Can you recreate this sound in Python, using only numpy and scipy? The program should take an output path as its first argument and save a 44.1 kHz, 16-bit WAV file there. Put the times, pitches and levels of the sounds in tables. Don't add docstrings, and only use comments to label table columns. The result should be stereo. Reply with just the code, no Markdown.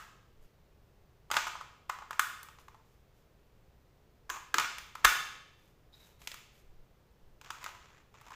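import sys
import numpy as np
from scipy import signal
from scipy.fft import rfft, irfft
from scipy.io import wavfile
from scipy.ndimage import uniform_filter1d, minimum_filter1d

SR = 44100
rng = np.random.default_rng(int(sys.argv[2]) if len(sys.argv) > 2 else 0)


def wav_record(signal):
    frames = np.transpose(np.atleast_2d(signal))
    bounded = np.clip(frames, -1, 1)
    quanta = np.round(bounded * 32767).astype(np.int16)
    wavfile.write(sys.argv[1], SR, quanta)


N = 368235

# (frequency [Hz], relative level [dB per Hz])
ROOM_TONE = [(10, -12.5), (25, -9), (40, -10), (62, -6.5), (85, -12.5), (130, -10), (190, -18),
             (270, -22.5), (410, -19.5), (700, -26.5), (2700, -35.5), (6500, -42.5), (9700, -49),
             (15000, -42.5)]
# (frequency [Hz], correlation [-1 to 1])
ROOM_TONE_LIKENESS = [(30, 1), (120, 0.2), (300, 0.25), (700, .6), (1500, 0.067), (4000, .05),
                      (16000, 0.033)]
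# (frequency [Hz], 60 dB decay time [s])
ECHO_DECAY = [(200, 1.0), (700, 0.75), (1400, 0.62), (3000, 0.8), (6000, 0.65), (9000, 0.56), (15000, 0.42)]
# (frequency [Hz], level before the send trim [dB])
ECHO_COLOUR = [(200, -6), (600, -5), (1300, -3), (2500, -2.5), (5000, -5.5), (7500, -4.5), (9000, -3.5),
               (15000, -4)]
# (start [s], length [s], level [dB])
JOSTLE_STROKES = [(.35, 0.14, -55), (6.63, 0.22, -50.5), (7.2, .18, -54.5)]
# (frequency [Hz], relative level [dB per Hz])
JOSTLE_COLOUR = [(14, 1), (35, -13), (80, -32), (300, -73)]
# (start [s], length [s], level [dB])
FINGER_STROKES = [(.41, .06, -72), (2.59, 0.034, -63), (2.83, .16, -77), (3.14, 0.099, -76.5),
                  (5.56, 0.17, -74), (5.92, .22, -65.5), (6.19, 0.086, -60.5), (6.52, 0.11, -70)]
# (frequency [Hz], relative level [dB per Hz])
FINGER_COLOUR = [(1000, 5), (2500, 4.5), (4000, 2.5), (7000, 3), (9500, -6.5), (12500, 1), (16000, -6)]
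# (start [s], length [s], level [dB])
SQUEAK_STROKES = [(5.927, .03, -57), (5.99, .07, -66)]
# (frequency [Hz], relative level [dB per Hz])
SQUEAK_COLOUR = [(2500, -49.5), (3550, -14), (3720, 0.5), (3870, 0), (4100, -13), (4800, -19.5),
                 (5010, -12.5), (5300, -26), (7000, -47.5)]
# (start [s], length [s], level [dB])
SCRAPE_STROKES = [(1.32, 0.045, -49), (4.6, 0.063, -44), (4.96, 0.14, -58), (7.43, 0.098, -56.5),
                  (7.53, 0.073, -59), (7.6, .11, -50.5), (7.72, .3, -64), (8.14, .16, -61.5),
                  (8.315, .06, -55)]
# (frequency [Hz], relative level [dB per Hz])
SCRAPE_COLOUR = [(300, -12.5), (700, -7.5), (1100, 0), (1600, -3), (2400, -3.5), (4500, -12.5),
                 (7200, -11.5), (8500, -29), (15000, -33)]
# (centre [Hz], width [Hz], relative level [dB], 60 dB decay time [s])
HOLLOW_CLUSTERS = [(380, 420, 0, .28)]
# (time [s], level before the ring trim [dB])
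HOLLOW_LANDINGS = [(4.3, -56), (4.543, -43.5), (5.048, -49)]
# (centre [Hz], width [Hz], relative level [dB], 60 dB decay time [s])
CHASSIS_CLUSTERS = [(1440, 240, 0, .45), (1720, 350, -5.5, .3), (3540, 170, -12, .75),
                    (5135, 600, -16, .55), (6130, 400, -16.5, .55)]
# (time [s], level before the ring trim [dB])
CHASSIS_HITS = [(2.194, -39), (4.583, -35), (5.048, -22.5)]
# (centre [Hz], width [Hz], relative level [dB], 60 dB decay time [s])
SPRING_CLUSTERS = [(1100, 550, 0, .55), (2450, 900, -7, .65), (6700, 2400, 0, .42)]
# (time [s], level before the ring trim [dB])
SPRING_BRUSHES = [(1.368, -46), (2.194, -47), (4.3, -42.5), (7.504, -57)]
# (frequency [Hz], relative level [dB], 60 dB decay time [s])
SHELL_MODES = [(330, -23.5, 0.059), (496, -22, .035), (714, -16, 0.09), (886, -5.5, 0.064), (1018, -3, .04),
               (1132, -2.5, 0.024), (1264, -0.5, 0.024), (1432, -3, 0.024), (1599, -0.5, 0.019),
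               (1704, -2.5, 0.022), (1863, -9.5, 0.064), (2095, -5, 0.035)]
# (frequency [Hz], relative level [dB per Hz])
CLACK_COLOUR = [(200, -17), (700, -9), (1500, -10.5), (2100, 1), (2500, 2), (2900, -0.5), (3400, -0.5),
                (4300, -4.5), (5100, -1.5), (5600, -5), (6200, -2.5), (7400, -5), (8600, -17), (12000, -39)]
# (frequency [Hz], relative level [dB per Hz])
TICK_COLOUR = [(3000, -28), (6000, -13), (7800, 1), (9500, -6), (11000, -3.5), (13000, -3), (15000, -0.5),
               (17000, -5.5)]
# (start [s], length [s], middling level before the trims [dB])
RATTLE_RUNS = [(1.322, .068, -31), (1.471, .014, -31.5), (4.34, .03, -41), (4.6, .02, -30),
               (7.612, .022, -45), (8.255, .055, -54)]
# (time [s], knock level [dB], clack over knock [dB], tick over knock [dB])
SHELL_CONTACTS = [(-0.025, -30, -5.5, -13.5), (1.3023, -34.5, -10, -28), (1.3136, -25, 0.5, -9),
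                  (1.3409, -26.5, -6.5, -18.5), (1.3673, -19, 0, -17), (1.4681, -29, -9.5, -24),
                  (1.554, -36.5, -20, -23), (1.611, -36, -12, -20), (1.8937, -45.5, -2.5, -5),
                  (1.8969, -24.5, -9.5, -21.5), (1.987, -39.5, -10, -23), (2.0213, -39, -17, -31),
                  (2.108, -30.5, -9, -16), (2.13, -37.5, -4.5, -26), (2.194, -16, -7.5, -9.5),
                  (2.43, -51, 3, 7), (2.486, -46.5, -4.5, -18), (2.586, -51.5, -3.5, -21),
                  (2.682, -45, -7.5, -17.5), (2.745, -48.5, -14, -24.5), (4.294, -36, -6.5, -23),
                  (4.2995, -28, -3.5, -10), (4.542, -18, -4.5, -14.5), (4.583, -20, 1, -14.5),
                  (4.5975, -23, -1, -11), (4.644, -31, -3.5, -20), (4.783, -45, 9.5, 2),
                  (4.9527, -34.5, -6, -16), (5.0427, -30.5, -12.5, -14.5), (5.047, -9.5, -5, -9),
                  (5.05, -10.5, -1, -11.5), (6.217, -56.5, 5, -8.5), (6.273, -46, 14.5, 6),
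                  (6.316, -50, 12, -1), (6.342, -42, -0.5, -4), (7.413, -51, 3.5, -5.5),
                  (7.445, -56, 6.5, -6), (7.504, -31.5, -4, -13.5), (7.641, -40, 2.5, -3),
                  (7.662, -33.5, -6, -27), (7.748, -47, -5, -24), (8.141, -54, -4.5, -18.5),
                  (8.212, -49.5, -8, -9), (8.305, -45, -6, -19), (8.319, -43.5, -11, -19)]

ROOM_TONE_DB = -62
CUTOFF_HZ = 15400
LEAD = int(.1 * SR)
TOTAL = N + LEAD
SMALL_BODY = signal.butter(2, 420, "high", fs=SR, output="sos")
RING_TRIM_DB = -2
RATTLE_GAP_S, RATTLE_SCATTER_DB = .01, 2
RATTLE_CLACK_DB, RATTLE_TICK_DB = -6, -15
KNOCK_HZ, MIDDLING_DB = 1260, -36
RISE_OCTAVES_PER_DB, CLACK_OCTAVES_PER_DB = .0115, .012
LEVEL_SAMPLES = 265


def from_db(db):
    return 10 ** (np.asarray(db) / 20)


def rms_one(x, count=None):
    return x / np.sqrt(np.mean(x[..., :count] ** 2) + 1e-20)


def at_hz(points, hz):
    f, value = np.transpose(points)
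    return np.interp(np.log(np.maximum(hz, 1)), np.log(f), value)


def dying(t, t60):
    return from_db(-60 * t / np.maximum(t60, .001))


def rising(t, rise_s):
    return 1 - np.exp(-t / rise_s)


def silence():
    return np.zeros((2, TOTAL))


def add(track, s, sound):
    start = LEAD + int(round(s * SR))
    part = sound[:, :TOTAL - start]
    track[:, start:start + part.shape[1]] += part


def noise(spectrum, size, likeness):
    hz = np.fft.rfftfreq(size, 1 / SR)
    alike = np.clip(likeness if np.isscalar(likeness) else at_hz(likeness, hz), -1, 1)
    mid, side = rfft(rng.standard_normal((2, size)))
    pair = np.sqrt(1 + alike) * mid + np.sqrt(1 - alike) * side * [[1], [-1]]
    return rms_one(irfft(pair * from_db(at_hz(spectrum, hz)), size))


def room_tone():
    return from_db(ROOM_TONE_DB) * noise(ROOM_TONE, N, ROOM_TONE_LIKENESS)


def room(x, first_echo_s=.001, build_s=.005):
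    t, hz = np.arange(SR) / SR, np.fft.rfftfreq(SR, 1 / SR)
    reflections = rfft(rng.standard_normal((2, SR))) * from_db(at_hz(ECHO_COLOUR, hz))
    centres, t60s = np.transpose(ECHO_DECAY)
    onset = rising(np.maximum(t - first_echo_s, 0), build_s)
    echo = 0
    for share, t60 in zip(np.eye(len(centres)), t60s):
        fade = onset * dying(t, t60)
        band = irfft(reflections * np.interp(hz, centres, share), SR)
        echo = echo + band * fade / np.sqrt(np.sum(fade ** 2))
    return signal.fftconvolve(x, echo, axes=1)[:, :TOTAL]


def friction(strokes, spectrum, grain_db, grain_s):
    out = silence()
    for s, length, db in strokes:
        t = np.arange(int(length * SR)) / SR
        knots = np.arange(0, length + grain_s, grain_s)
        grains = from_db(grain_db * np.interp(t, knots, rng.standard_normal(len(knots))))
        swell = np.sqrt(np.abs(np.sin(np.pi * t / length)))
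        rub = noise(spectrum, len(t), likeness=.27) * grains * swell
        add(out, s, from_db(db) * rms_one(rub))
    return out


def jostles():
    return friction(JOSTLE_STROKES, JOSTLE_COLOUR, grain_db=0, grain_s=.05)


def fingers():
    slides = friction(FINGER_STROKES, FINGER_COLOUR, grain_db=3, grain_s=.003)
    return slides + friction(SQUEAK_STROKES, SQUEAK_COLOUR, grain_db=.5, grain_s=.0048)


def scrapes():
    return friction(SCRAPE_STROKES, SCRAPE_COLOUR, grain_db=7, grain_s=.002)


def thump(s=5.048, db=-33, hz=36, t60=.16, pan_db=7, hand_hz=150, hand_db=-7):
    out, t = silence(), np.arange(SR // 2) / SR
    puff = np.sin(2 * np.pi * hz * t) * dying(t, t60)
    jolt = from_db(hand_db) * np.sin(2 * np.pi * hand_hz * t) * dying(t, .04)
    add(out, s, -from_db(db + np.array([[pan_db], [-pan_db]])) * (puff + jolt))
    return out


def rings(clusters, blows, ear_turns):
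    out, t = silence(), np.arange(int(.7 * SR)) / SR
    place = np.linspace(-.5, .5, num=19)[:, None]
    ring = 0
    for hz, width, db, t60 in clusters:
        modes = hz + width * (place + rng.normal(0, .02, place.shape))
        strength = np.exp(-(2 * place) ** 2 * 2)
        phase = rng.random(place.shape) + ear_turns * rng.standard_normal((2, len(modes), 1))
        twang = np.sum(strength * np.sin(2 * np.pi * (modes * t + phase)), axis=1)
        ring = ring + from_db(db) * rms_one(twang) * rising(t, .003) * dying(t, t60)
    for s, db in blows:
        add(out, s, from_db(RING_TRIM_DB + db) * ring)
    return out


def hollow():
    return rings(HOLLOW_CLUSTERS, HOLLOW_LANDINGS, ear_turns=.07)


def chassis():
    return rings(CHASSIS_CLUSTERS, CHASSIS_HITS, ear_turns=.2)


def springs():
    return rings(SPRING_CLUSTERS, SPRING_BRUSHES, ear_turns=.25)


def knock(t, centre_hz, reach_octaves=.39, scatter_db=2.0, phase_scatter=.96):
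    hz, db, t60 = np.transpose(SHELL_MODES)[:, :, None]
    favour = 1 / (1 + (np.log2(hz / centre_hz) / reach_octaves) ** 2)
    strength = from_db(db + scatter_db * rng.standard_normal(hz.shape)) * favour
    between_ears = .5 * rng.standard_normal((2, len(hz), 1))
    phase = phase_scatter * rng.standard_normal(hz.shape) + between_ears
    modes = strength * dying(t, t60) * np.sin(2 * np.pi * hz * t + phase)
    motion = rising(t, .0006) * np.sum(modes, axis=1)
    return signal.sosfilt(SMALL_BODY, motion)


def burst(t, spectrum, t60, likeness):
    fade = rising(t, .0003) * dying(t, t60)
    shared, own = rng.standard_normal(len(t)), rng.standard_normal((2, len(t)))
    alike = np.clip(likeness, 0, 1)
    modes = rfft((np.sqrt(alike) * shared + np.sqrt(1 - alike) * own) * fade)
    even = modes / np.abs(modes)
    colour = from_db(at_hz(spectrum, np.fft.rfftfreq(len(t), 1 / SR)))
    gate = rising(t, .0001) * dying(t, 4 * t60)
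    return rms_one(irfft(colour * even, len(t)) * gate, LEVEL_SAMPLES)


def contact(t, db, clack_over, tick_over, knock_db=-4.0, clack_db=-3, tick_db=-2.5,
            clack_t60=.03, tick_t60=.02, pan_db=-.5, pan_scatter_db=1.0):
    rise = RISE_OCTAVES_PER_DB * (db - MIDDLING_DB) + CLACK_OCTAVES_PER_DB * clack_over
    body = from_db(knock_db) * rms_one(knock(t, KNOCK_HZ * 2 ** rise), LEVEL_SAMPLES)
    clack = from_db(clack_db + clack_over) * burst(t, CLACK_COLOUR, clack_t60, likeness=.45)
    tick = from_db(tick_db + tick_over) * burst(t, TICK_COLOUR, tick_t60, likeness=.5)
    pan = rng.normal(pan_db, pan_scatter_db)
    return (body + clack + tick) * from_db(db + np.array([[pan], [-pan]]) / 2)


def rattles():
    out, t = silence(), np.arange(4096) / SR
    for s, length, db in RATTLE_RUNS:
        gaps = RATTLE_GAP_S * rng.uniform(.5, 1.5, size=10)
        for delay in np.cumsum(gaps) - gaps[0]:
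            touch = contact(t, rng.normal(db, RATTLE_SCATTER_DB), RATTLE_CLACK_DB, RATTLE_TICK_DB)
            if delay < length:
                add(out, s + delay, touch)
    return out


def contacts():
    out, t = silence(), np.arange(4096) / SR
    for s, db, clack_over, tick_over in SHELL_CONTACTS:
        add(out, s, contact(t, db, clack_over, tick_over))
    return out


def right_later(x, count):
    return np.stack([x[0], np.roll(x[1], count)])


def scene():
    tone = room_tone()
    ringing = hollow() + chassis() + springs()
    car = fingers() + scrapes() + rattles() + contacts()
    near = jostles() + thump() + ringing + right_later(car, count=4)
    echo = from_db(-1) * room(car + from_db(-9.5) * ringing)
    balance = from_db(.4 * np.array([[1], [-1]]))
    return tone + balance * (near + echo)[:, LEAD:]


def record(dry, hold_s=.083):
    ceiling_db = -9.5
    power = uniform_filter1d(np.mean(dry ** 2, axis=0), size=130)
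    level_db = 10 * np.log10(np.maximum(power, 1e-12))
    hold = int(hold_s * SR) // 2 * 2 + 1
    duck_db = minimum_filter1d(np.minimum(ceiling_db - level_db, 0), hold, origin=hold // 2)
    limited = np.tanh(dry * from_db(uniform_filter1d(duck_db, size=200)))
    top_cut = signal.ellip(10, .2, 80, CUTOFF_HZ, fs=SR, output="sos")
    return signal.sosfilt(top_cut, limited)


dry = scene()
out = record(dry)
wav_record(out)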